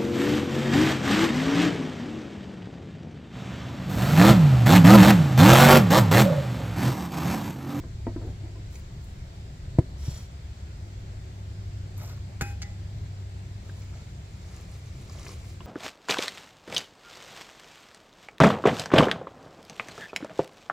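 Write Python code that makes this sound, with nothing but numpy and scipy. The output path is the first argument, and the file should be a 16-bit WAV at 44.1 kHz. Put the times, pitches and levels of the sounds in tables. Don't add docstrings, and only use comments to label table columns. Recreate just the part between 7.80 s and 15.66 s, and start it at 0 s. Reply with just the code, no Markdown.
import sys
import numpy as np
from scipy import signal
from scipy.fft import rfft, irfft, next_fast_len
from scipy.io import wavfile
from scipy.ndimage import uniform_filter1d

SR = 44100
rng = np.random.default_rng(int(sys.argv[2]) if len(sys.argv) > 2 else 0)


def voltage_ratio(decibels):
    exponent = np.asarray(decibels, float) / 20
    return 10 ** exponent


def pcm_store(signal):
    levels = np.round(np.clip(np.atleast_2d(signal), -1, 1) * 32767)
    wavfile.write(sys.argv[1], SR, levels.astype(np.int16).T)


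N = 346626

# hz, level_db, t60_s
PLANK_MODES = [(169, -12, 0.11), (244, 7.5, 0.19), (337.6, 7, 0.17), (415, 3, 0.047), (505, 3, 0.072),
               (650, 2, 0.1), (728, -16, 0.15), (894, -8, 0.08), (954, -7.5, 0.056), (1270, -11, 0.011),
               (1250, -28, 0.056), (1517, -30, 0.089), (1880, -17, 0.1)]
# start_s, peak_db, brightness_db_per_octave, pitch_factor
KNOCKS = [(0.0382, -33.5, -1.5, 1.0), (0.2685, -17, 2, 1.02), (0.3621, -27.5, -4, 1.03),
          (0.4153, -35, 5, 0.97), (0.469, -44, 0, 0.94), (0.63, -43, -1, 0.56), (0.757, -42.5, 3, 1.56),
          (1.9858, -25, -3, 1.1), (4.612, -25.5, 2, 1.06), (5.893, -39, 12, 0.87), (7.809, -38, 2, 1.07)]
RING_FACTOR, RING_LOSS_PER_DB = 0.89, 0.032
BLOW_S, BLOW_REF_DB, STIFFEN = 0.007, -19, 0.25
SOIL_DB, JOLT = -7, 2.5

# start_s, level_db, pitch_hz, contact_s, onset_softness
THUDS = [
    (2.2757, -19, 109, 0.023, .99),
    (2.277, -31, 260, 0.009, 1),
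    (4.6168, -20, 114, 0.013, .99),
    (1.5, -48, 105.7, 0.018, 0.61),
    (.2695, -31, 280, 0.024, 0.52),
    (.3615, -26.5, 303, 0.034, 0.19),
]
# start_s, level_db, pitch_hz, contact_s, onset_softness
SLAM = (1.9866, -6.3, 114, .0187, .52)
# start_s, level_db, pitch_hz, length_s, onset_softness
CHIRP = (.917, -52, 7400, .024, 1)
# hz, level_db, t60_s
SLAM_RING = [(332, -12.5, .055), (496, -18, .037), (650, -17.5, .03)]
# hz, peak_db, t60_s
SLAM_CRACKS = [(740, -39, 0.023), (1100, -31.5, 0.037), (1500, -41, 0.04), (2060, -40.5, 0.05),
               (4500, -46, 0.036), (7700, -37.5, 0.023)]
CONTACT_S = .001

# start_s, ring_db, crunch_db, crunch_s, rattle_db
BLOWS = [
    (4.6105, -29.5, -33, 0.014, -47),
    (4.8187, -37, -39.5, 0.016, -60),
]
# delay_s, level_db
BOUNCES = [(.0088, -7), (.0119, -1)]
# hz, first_blow_db, second_blow_db, t60_s
BLADE_MODES = [(809, -9.5, -13, .55), (1373, -15, -40, .19), (1577, -13, -32, .42), (1846, -21, -19, .35),
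               (2015, -17, -9, .4), (2433, -14, -36, .27), (2511, -9.5, -30, .36), (10400, -31, -50, .25),
               (1450, -4, -32, 0.039), (1530, -8, -36, 0.04), (1690, -10, -6, 0.045), (2060, -11, -9, 0.06),
              (2210, -16, -3, 0.036), (2700, -15, -20, 0.06), (2826, -24, -28, 0.23),
              (3435, -26, -26, 0.24), (3800, -28, -22, 0.08), (4830, -27, -24, 0.05),
              (6300, -26, -19, 0.05), (7300, -17, -22, .09), (11780, -35, -40, .2), (13140, -32, -40, .06)]
# from_hz, to_hz, first_blow_db, second_blow_db, t60_s
BLADE_CROWD = (1305, 2905, -31, -44, 0.2)
# hz, density_db_per_hz
CRUNCH_TONES = [
    [(530, -38), (900, -13), (1120, -28), (1470, -6.5), (2120, -8), (2540, -11), (3040, -22), (5160, -13.5),
     (6250, -15), (7230, -11), (8450, -24.5), (13200, -24.5), (16000, -24)],
    [(710, -38), (1300, -40), (2150, -9), (3590, -8), (4960, -1.5), (7410, -4), (8170, -19), (9510, -18),
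     (10300, -42), (11200, -30), (16000, -32)],
]
CLICK, GRIND, GRIND_S = 9, .05, .045
DAMP_S, DAMP_DB = .12, -7

# hold_start_s, level_db, attack_s, hold_s, release_s
SHAKE = [(.425, -45, 0.028, 0.067, 0.046), (.64, -49.5, 0.023, 0.021, 0.091), (.76, -56.5, .03, 0.022, .15)]
SLIDE = [(2.255, -50.5, .1, 0.13, 0.092)]
SPRAY = [(4.18, -56.5, .016, .008, 0.05), (4.225, -58, 0.044, 0.072, 0.064)]
CLODS = [(4.21, -51.5, .06, .04, 0.087), (4.285, -54.5, .04, .05, 0.057)]
# hz, density_db_per_hz
SHAKE_TONE = [(120, -35), (200, -14), (330, 9.5), (500, -6.5), (800, -7.5), (1100, -27), (1600, -22),
              (2500, -49), (5000, -90)]
SLIDE_TONE = [(240, -16), (400, -4), (579, -2.5), (742, -10), (1310, -11), (2090, -16), (3260, -11),
              (5250, -11.5), (5650, -2.5), (6100, -16), (7250, -7), (8370, -17), (15300, -22.5),
              (16000, -28)]
SPRAY_TONE = [(4120, -28), (7000, 1), (7530, 0), (9790, -23), (10400, -14), (12900, -2), (15000, -5),
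              (16000, -21)]
POT_TONE = [(180, -37), (300, -8), (332, -26), (569, -3.5), (758, -9.5), (1530, -11.5), (1670, -22),
            (2090, -12.5), (3210, -20), (6000, -14), (7800, -40), (13200, -120)]
EDGE_DB = -15

# peak_s, fizz_db, crunch_db, attack_s, release_s
STEPS = [(.474, -73, -66, .3, 0.091), (.93, -59, -59, 0.03, 0.077), (1.24, -68.5, -82, 0.14, 0.18),
         (5.86, -72, -60.5, 0.081, 0.062), (5.99, -68, -58.5, 0.15, .08), (6.15, -81, -59, 0.16, 0.29),
         (6.76, -68, -56, 0.39, 0.25), (6.92, -66.5, -57, 0.14, 0.15), (7.06, -77, -59.5, 0.046, 0.081),
         (7.19, -68, -59, .15, 0.08), (7.31, -84, -55.5, 0.024, 0.34), (7.48, -60, -49.5, 0.29, 0.13),
         (7.675, -62.5, -56, .12, 0.077), (7.83, -68, -64, 0.045, 0.033)]
# hz, density_db_per_hz
LEAF_TONE = [(150, -37), (250, -5), (369, 2), (470, -1), (518, -2.5), (716, -8.5), (991, -12), (1370, -6.5),
             (1580, -21), (2160, -8), (2930, -17), (4400, -14), (7380, -12.5), (8400, -27), (12000, -29),
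             (15600, -64), (22000, -120)]
TREAD_S = .03
# start_s, peak_db, pitch_hz
SNAPS = [(0.039, -45, 1270), (.27, -50, 1970), (.365, -46, 1380), (.37, -45, 950), (.416, -50, 1500),
         (.416, -52, 800), (0.956, -45, 2500), (.956, -37, 6600), (4.170, -52, 12000), (4.1795, -36, 11900),
         (4.19, -50, 13500), (4.2157, -50, 12500), (4.2326, -38, 13000), (4.258, -50, 12000),
         (4.274, -52, 12500), (4.3698, -53, 12000), (4.179, -51, 900), (4.214, -44, 1210),
         (4.219, -44, 650), (4.235, -47, 900), (4.281, -48, 1100), (4.31, -49, 1100), (4.326, -53, 1100),
         (4.376, -47, 1100), (4.819, -41, 14500), (4.819, -47, 11500), (4.829, -55, 13000),
         (5.895, -45, 1590), (6.139, -49.5, 1370), (6.765, -42, 6710), (7.05, -53, 10000),
         (7.2968, -38, 5260), (7.296, -47, 990), (7.349, -48, 1090), (7.353, -49, 600), (7.378, -47, 600),
         (7.388, -44, 3000), (7.396, -39, 6500), (7.395, -46, 1000), (7.4145, -42, 6450),
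         (7.415, -49, 1000), (7.431, -38, 5200), (7.44, -56, 1400), (7.454, -35, 6500), (7.465, -37, 2150),
         (7.465, -44, 1100), (7.483, -33.5, 5000), (7.491, -40, 990), (7.492, -39, 4700),
         (7.506, -41, 5000), (7.514, -46, 1000), (7.516, -39, 4700), (7.518, -40, 10000),
         (7.655, -50, 5050), (7.806, -42, 2800), (7.805, -39.5, 1010)]
SNAP_T60_S, SNAP_T60_CYCLES = .006, 36
POT_START_S, POT_END_S, WALK_S = 4.0, 5.0, 6.5
POT_WET_DB = -8

# time_s, level_db
HUM = [(0, -48), (.35, -35), (.72, -41), (1, -54), (2.6, -49.5), (3.3, -41), (5.3, -38), (5.95, -41),
       (6.5, -45.5), (7.2, -48), (7.86, -45.5)]
HUM_HZ, SAG_HZ_PER_S = 102.3, .9
# hz, level_db, width_hz
FAINT_HUMS = [(70.87, -46, 3.6), (131.9, -56, 2.9), (183.5, -59, 5.3)]

# hz, density_db_per_hz
TRAFFIC_TONE = [(12, -31), (20, -25), (43, -6), (58, 3.5), (81, -6.5), (102, -0.5), (166, -13),
                (189, -15.5), (211, -22.5), (244, -21.5), (295, -26.5), (381, -21), (426, -31), (687, -31),
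                (900, -55), (1170, -80), (1980, -120)]
# time_s, rumble_db
SWELL = [(0, -38.5), (1.6, -40.5), (2.1, -39), (2.65, -42), (4.0, -40), (4.55, -39.5), (6.15, -42),
         (7.86, -41.5)]
DEEP_DB, DEEP_DB_PER_S = 6.5, -1.5
# hz, density_db_per_hz
HISS_TONE = [(470, -11.5), (800, -0.5), (942, -2.5), (1020, -3), (1140, -5), (2150, -5), (2840, -8),
             (4630, -7.5), (5110, -10), (6820, -12.5), (7360, -8.5), (8990, -22), (10200, -27),
             (15000, -26), (16000, -33)]
HISS_DB = -56
# hz, all_round_likeness, far_left_likeness
LIKENESS = [(30, 0.87, .03), (60, 1, 0.046), (131, 0.99, 0.038), (250, 0.83, 0.075), (400, 0.62, 0.48),
            (820, 0.23, 0.72), (1500, 0.0079, 0.36), (3000, .01, 0.032), (6000, 0.0092, 0.042),
            (12000, .01, .02)]
LEFT_LEAD_S = 21.3 / 44100
# hz, left_minus_right_db
PORTS = [(60, .6), (300, .3), (1500, 1.5), (3000, 1.2), (6000, -1), (8200, -2), (9600, 6.5), (12000, 3.5),
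         (15000, 3.2)]
EDGE_HZ = 15830


def evened(x):
    return x / np.sqrt(np.mean(x ** 2) + 1e-20)


def read(points, hz, column=1):
    table = np.transpose(points)
    return np.interp(np.log(hz + 1), np.log(table[0] + 1), table[column])


def add(mix, start_s, sound):
    part = mix[round(start_s * SR):][:len(sound)]
    part += sound[:len(part)]


def colour(x, spectrum):
    size = next_fast_len(len(x) + 2048)
    gain = voltage_ratio(read(spectrum, np.fft.rfftfreq(size, 1 / SR)))
    return irfft(rfft(x, size) * gain, size)[:len(x)]


def ring(force, hz, t60_s):
    t = np.arange(round(min(t60_s, .6) * SR)) / SR
    return signal.oaconvolve(force, voltage_ratio(-60 * t / t60_s) * np.sin(2 * np.pi * hz * t))


def knock(peak_db, bright_db, ring_factor, pitch, blow_s):
    u = np.arange(round(.06 * SR)) / SR / blow_s
    jolts = uniform_filter1d(rng.standard_normal(len(u)), size=16)
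    blow = (1 - np.exp(-u * 15)) * np.exp(-u * 1.7) * jolts + JOLT * np.exp(-u * 40)
    modes = [(hz * pitch, db + bright_db * np.log2(hz / 300), t60_s * ring_factor)
             for hz, db, t60_s in PLANK_MODES]
    soil_tone = [(100, -40, 0)] + modes + [(3000, -71, 0)]
    soil = evened(colour(rng.standard_normal(len(u)), soil_tone))
    out = np.zeros(SR // 4)
    add(out, 0, voltage_ratio(SOIL_DB) * soil * (1 - np.exp(-u * 8)) * np.exp(-u * 0.19))
    for hz, db, t60_s in modes:
        swing = ring(blow, hz, t60_s)
        add(out, 0, voltage_ratio(db) * swing / abs(swing).max())
    return voltage_ratio(peak_db) * out / abs(out).max()


def thud(level_db, hz, contact_s, softness):
    t = np.arange(0, contact_s, 1 / SR)
    press = np.sin(np.pi * (t / contact_s) ** softness) ** 2
    return voltage_ratio(level_db) * press * np.sin(2 * np.pi * hz * t)


def slam():
    contact = signal.windows.hann(round(CONTACT_S * SR))
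    out = np.zeros(SR // 8)
    add(out, CONTACT_S / 2, -thud(*SLAM[1:]))
    for hz, db, t60_s in SLAM_RING:
        add(out, 0, voltage_ratio(db) * ring(contact / contact.sum(), hz, t60_s))
    return SLAM[0] - CONTACT_S / 2, out


def clang(which, ring_db, crunch_db, crunch_s, rattle_db, bounce_s, bounce_db):
    t = np.arange(SR // 4) / SR
    grit = evened(colour(rng.standard_normal(len(t)), CRUNCH_TONES[which]))
    out = np.zeros(SR)
    crunch = voltage_ratio(crunch_db - 150 * t) / (1 + (t / crunch_s) ** 8)
    rattle = voltage_ratio(rattle_db - 60 * t) / (1 + (t / .125) ** 8)
    add(out, 0, grit * (crunch + rattle))
    scrape = .5 * np.exp(-t / 0.0017) + GRIND * np.exp(-t / GRIND_S)
    contact = rng.standard_normal(len(t)) * scrape + CLICK * (t == 0)
    force = contact + voltage_ratio(bounce_db) * np.roll(contact, round(bounce_s * SR))
    crowd = [(hz, *BLADE_CROWD[2:]) for hz in rng.uniform(*BLADE_CROWD[:2], size=24)]
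    for hz, *db, t60_s in BLADE_MODES + crowd:
        swing = ring(force, hz, t60_s)
        damping = np.clip((np.arange(len(swing)) / SR - DAMP_S) / .03, 0, 1)
        add(out, 0, voltage_ratio(ring_db + db[which] + DAMP_DB * damping) * swing / abs(swing).max())
    return out


def stroke(hold_start_s, level_db, attack_s, hold_s, release_s):
    hold_end_s = hold_start_s + hold_s
    return [(hold_start_s - attack_s, level_db + EDGE_DB), (hold_start_s, level_db),
            (hold_end_s, level_db), (hold_end_s + release_s, level_db + EDGE_DB)]


def rustle(corners, tone, grains_per_s, spread_db, smooth):
    s, db = np.transpose(corners)[:2]
    t = np.arange(s[0], s[-1], 1 / SR)[:SR // 2]
    grains = np.zeros(len(t))
    for hz in np.geomspace(300, 14000, num=10):
        hits = rng.random(len(t)) < grains_per_s / 10 / SR
        sizes = voltage_ratio(spread_db * np.minimum(rng.exponential(1, len(t)), 4))
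        puffs = signal.lfilter([1], [1, -.991], sizes * hits)
        band = signal.lfilter(*signal.iirpeak(hz, 2.2, SR), puffs * rng.standard_normal(len(t)))
        grains += np.sqrt(hz) * evened(band)
    friction = smooth * rng.standard_normal(len(t))
    sound = evened(colour(evened(grains) + friction, tone))
    return s[0], voltage_ratio(np.interp(t, s, db)) * sound * signal.windows.tukey(len(t), .1)


def footfall(peak_s, fizz_db, crunch_db, attack_s, release_s):
    fizz_tone = [(200, -40), (3000, -16), (8000, -2), (14000, -6.5), (16000, -2.5)]
    timing = attack_s, TREAD_S, release_s
    start_s, fizz = rustle(stroke(peak_s, fizz_db, *timing), fizz_tone, 2500, 7.1, 1.0)
    crunch = rustle(stroke(peak_s, crunch_db, *timing), LEAF_TONE, 900, 2.0, 1.0)[1]
    return start_s, fizz + crunch


def snap(peak_db, hz, t60_s):
    n = np.arange(1500)
    puff = (rng.standard_normal(1500) + 8 * (n == 0)) * voltage_ratio(-60 * n / SR / t60_s)
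    dull = signal.iirpeak(min(hz, 15000), 2.4, SR)
    out = signal.lfilter(*dull, signal.lfilter(*dull, puff))
    return voltage_ratio(peak_db) * out / abs(out).max()


def fences(x, lag_samples, wet_db, t60_s):
    t = np.arange(SR // 8) / SR
    signs = rng.choice([-1., 1.], (2, len(t)))
    hits = rng.random((2, len(t))) < 4000 / SR
    taps = signs * hits * voltage_ratio(-60 * t / t60_s) * (t > .001)
    taps = signal.sosfilt(signal.butter(2, 1100, "high", fs=SR, output="sos"), taps)
    taps *= voltage_ratio(wet_db) / np.linalg.norm(taps, axis=1, keepdims=True)
    taps[[0, 1], [lag_samples, 0]] += 1
    return signal.oaconvolve(x[None], taps, axes=1)[:, :N]


def engines():
    t = np.arange(N) / SR
    level = np.sqrt(2) * voltage_ratio(np.interp(t, *np.transpose(HUM)))
    out = level * np.sin(2 * np.pi * np.cumsum(HUM_HZ - SAG_HZ_PER_S * t) / SR)
    for hz, db, width_hz in FAINT_HUMS:
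        pole = np.exp(-np.pi * width_hz / SR)
        drift = signal.lfilter([1], [1, -pole], rng.standard_normal((2, N)))
        phase = 2 * np.pi * hz * t
        out += voltage_ratio(db) * evened(drift[0] * np.sin(phase) + drift[1] * np.cos(phase))
    return np.array([out, np.roll(out, round(.0003 * SR))])


def yard(patchy_db=1.0):
    frames, hz = N // 512 + 5, np.fft.rfftfreq(2048, 1 / SR)
    a, b, c, d, patches = rng.standard_normal((frames, len(hz), 5)).T
    patches = uniform_filter1d(uniform_filter1d(patches, size=20, axis=0), size=8, axis=1)
    patches = evened(patches)
    lead = np.exp(-2j * np.pi * hz * LEFT_LEAD_S)
    same = read(LIKENESS, hz) + read(LIKENESS, hz, column=2) * lead
    same = (same / np.maximum(abs(same), 1))[:, None]
    left = a + 1j * b
    right = same * left + np.sqrt(np.clip(1 - abs(same) ** 2, 0, 1)) * (c + 1j * d)
    spectra = np.array([left, right]) * voltage_ratio(patchy_db * patches)

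    def sounded(gain):
        return evened(signal.istft(spectra * gain, nperseg=2048, noverlap=1536)[1][:, :N])

    deep_db = DEEP_DB + DEEP_DB_PER_S * np.arange(frames) * 512 / SR
    deep_db = deep_db / (1 + (hz[:, None] / 60) ** 4)
    rumble = sounded(voltage_ratio(read(TRAFFIC_TONE, hz)[:, None] + deep_db))
    hiss = sounded(voltage_ratio(read(HISS_TONE, hz))[:, None])
    swell_db = np.interp(np.arange(N) / SR, *np.transpose(SWELL))
    return voltage_ratio(swell_db) * rumble + voltage_ratio(HISS_DB) * hiss


def scene():
    out = yard() + engines()
    bed, pot, path = np.zeros((3, N))

    def place(s):
        if POT_START_S < s < POT_END_S:
            return pot
        return path if s > WALK_S else bed

    for s, db, bright_db, pitch in KNOCKS:
        ring_factor = RING_FACTOR - RING_LOSS_PER_DB * bright_db
        blow_s = BLOW_S * voltage_ratio(STIFFEN * (BLOW_REF_DB - db))
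        add(bed, s, knock(db, bright_db, ring_factor, pitch, blow_s))
    for s, *row in THUDS + [CHIRP]:
        add(bed, s, thud(*row))
    add(bed, *slam())
    for hz, db, t60_s in SLAM_CRACKS:
        add(bed, SLAM[0], snap(db, hz, t60_s))
    for which, (s, *row) in enumerate(BLOWS):
        add(pot, s, clang(which, *row, *BOUNCES[which]))
    # strokes, tone, grains_per_s, spread_db, smooth
    for rows, *grain in [(SHAKE, SHAKE_TONE, 600, 2.9, 1.5), (SLIDE, SLIDE_TONE, 3000, 3.0, 1.2),
                         (SPRAY, SPRAY_TONE, 3000, 3.0, 1.1), (CLODS, POT_TONE, 550, 2.4, .9)]:
        for row in rows:
            add(place(row[0]), *rustle(stroke(*row), *grain))
    for row in STEPS:
        add(place(row[0]), *footfall(*row))
    for s, db, hz in SNAPS:
        add(place(s), s, snap(db, hz, SNAP_T60_S + SNAP_T60_CYCLES / hz))
    out += fences(bed, lag_samples=2, wet_db=-2.5, t60_s=0.04)
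    out += fences(pot, lag_samples=4, wet_db=POT_WET_DB, t60_s=0.03)
    out += fences(path, lag_samples=1, wet_db=-5.5, t60_s=0.04)
    return out


def top_cut(x):
    return signal.sosfilt(signal.butter(12, 15830, fs=SR, output="sos"), x)


def record(dry):
    ports = np.array([colour(dry[k], [(hz, db * (.5 - k)) for hz, db in PORTS]) for k in range(2)])
    lowpass = signal.firwin(511, EDGE_HZ, window=("kaiser", 9), fs=SR)
    ports = signal.oaconvolve(ports, lowpass[None], "same")
    return top_cut(ports)


dry = scene()
out = record(dry)
pcm_store(out)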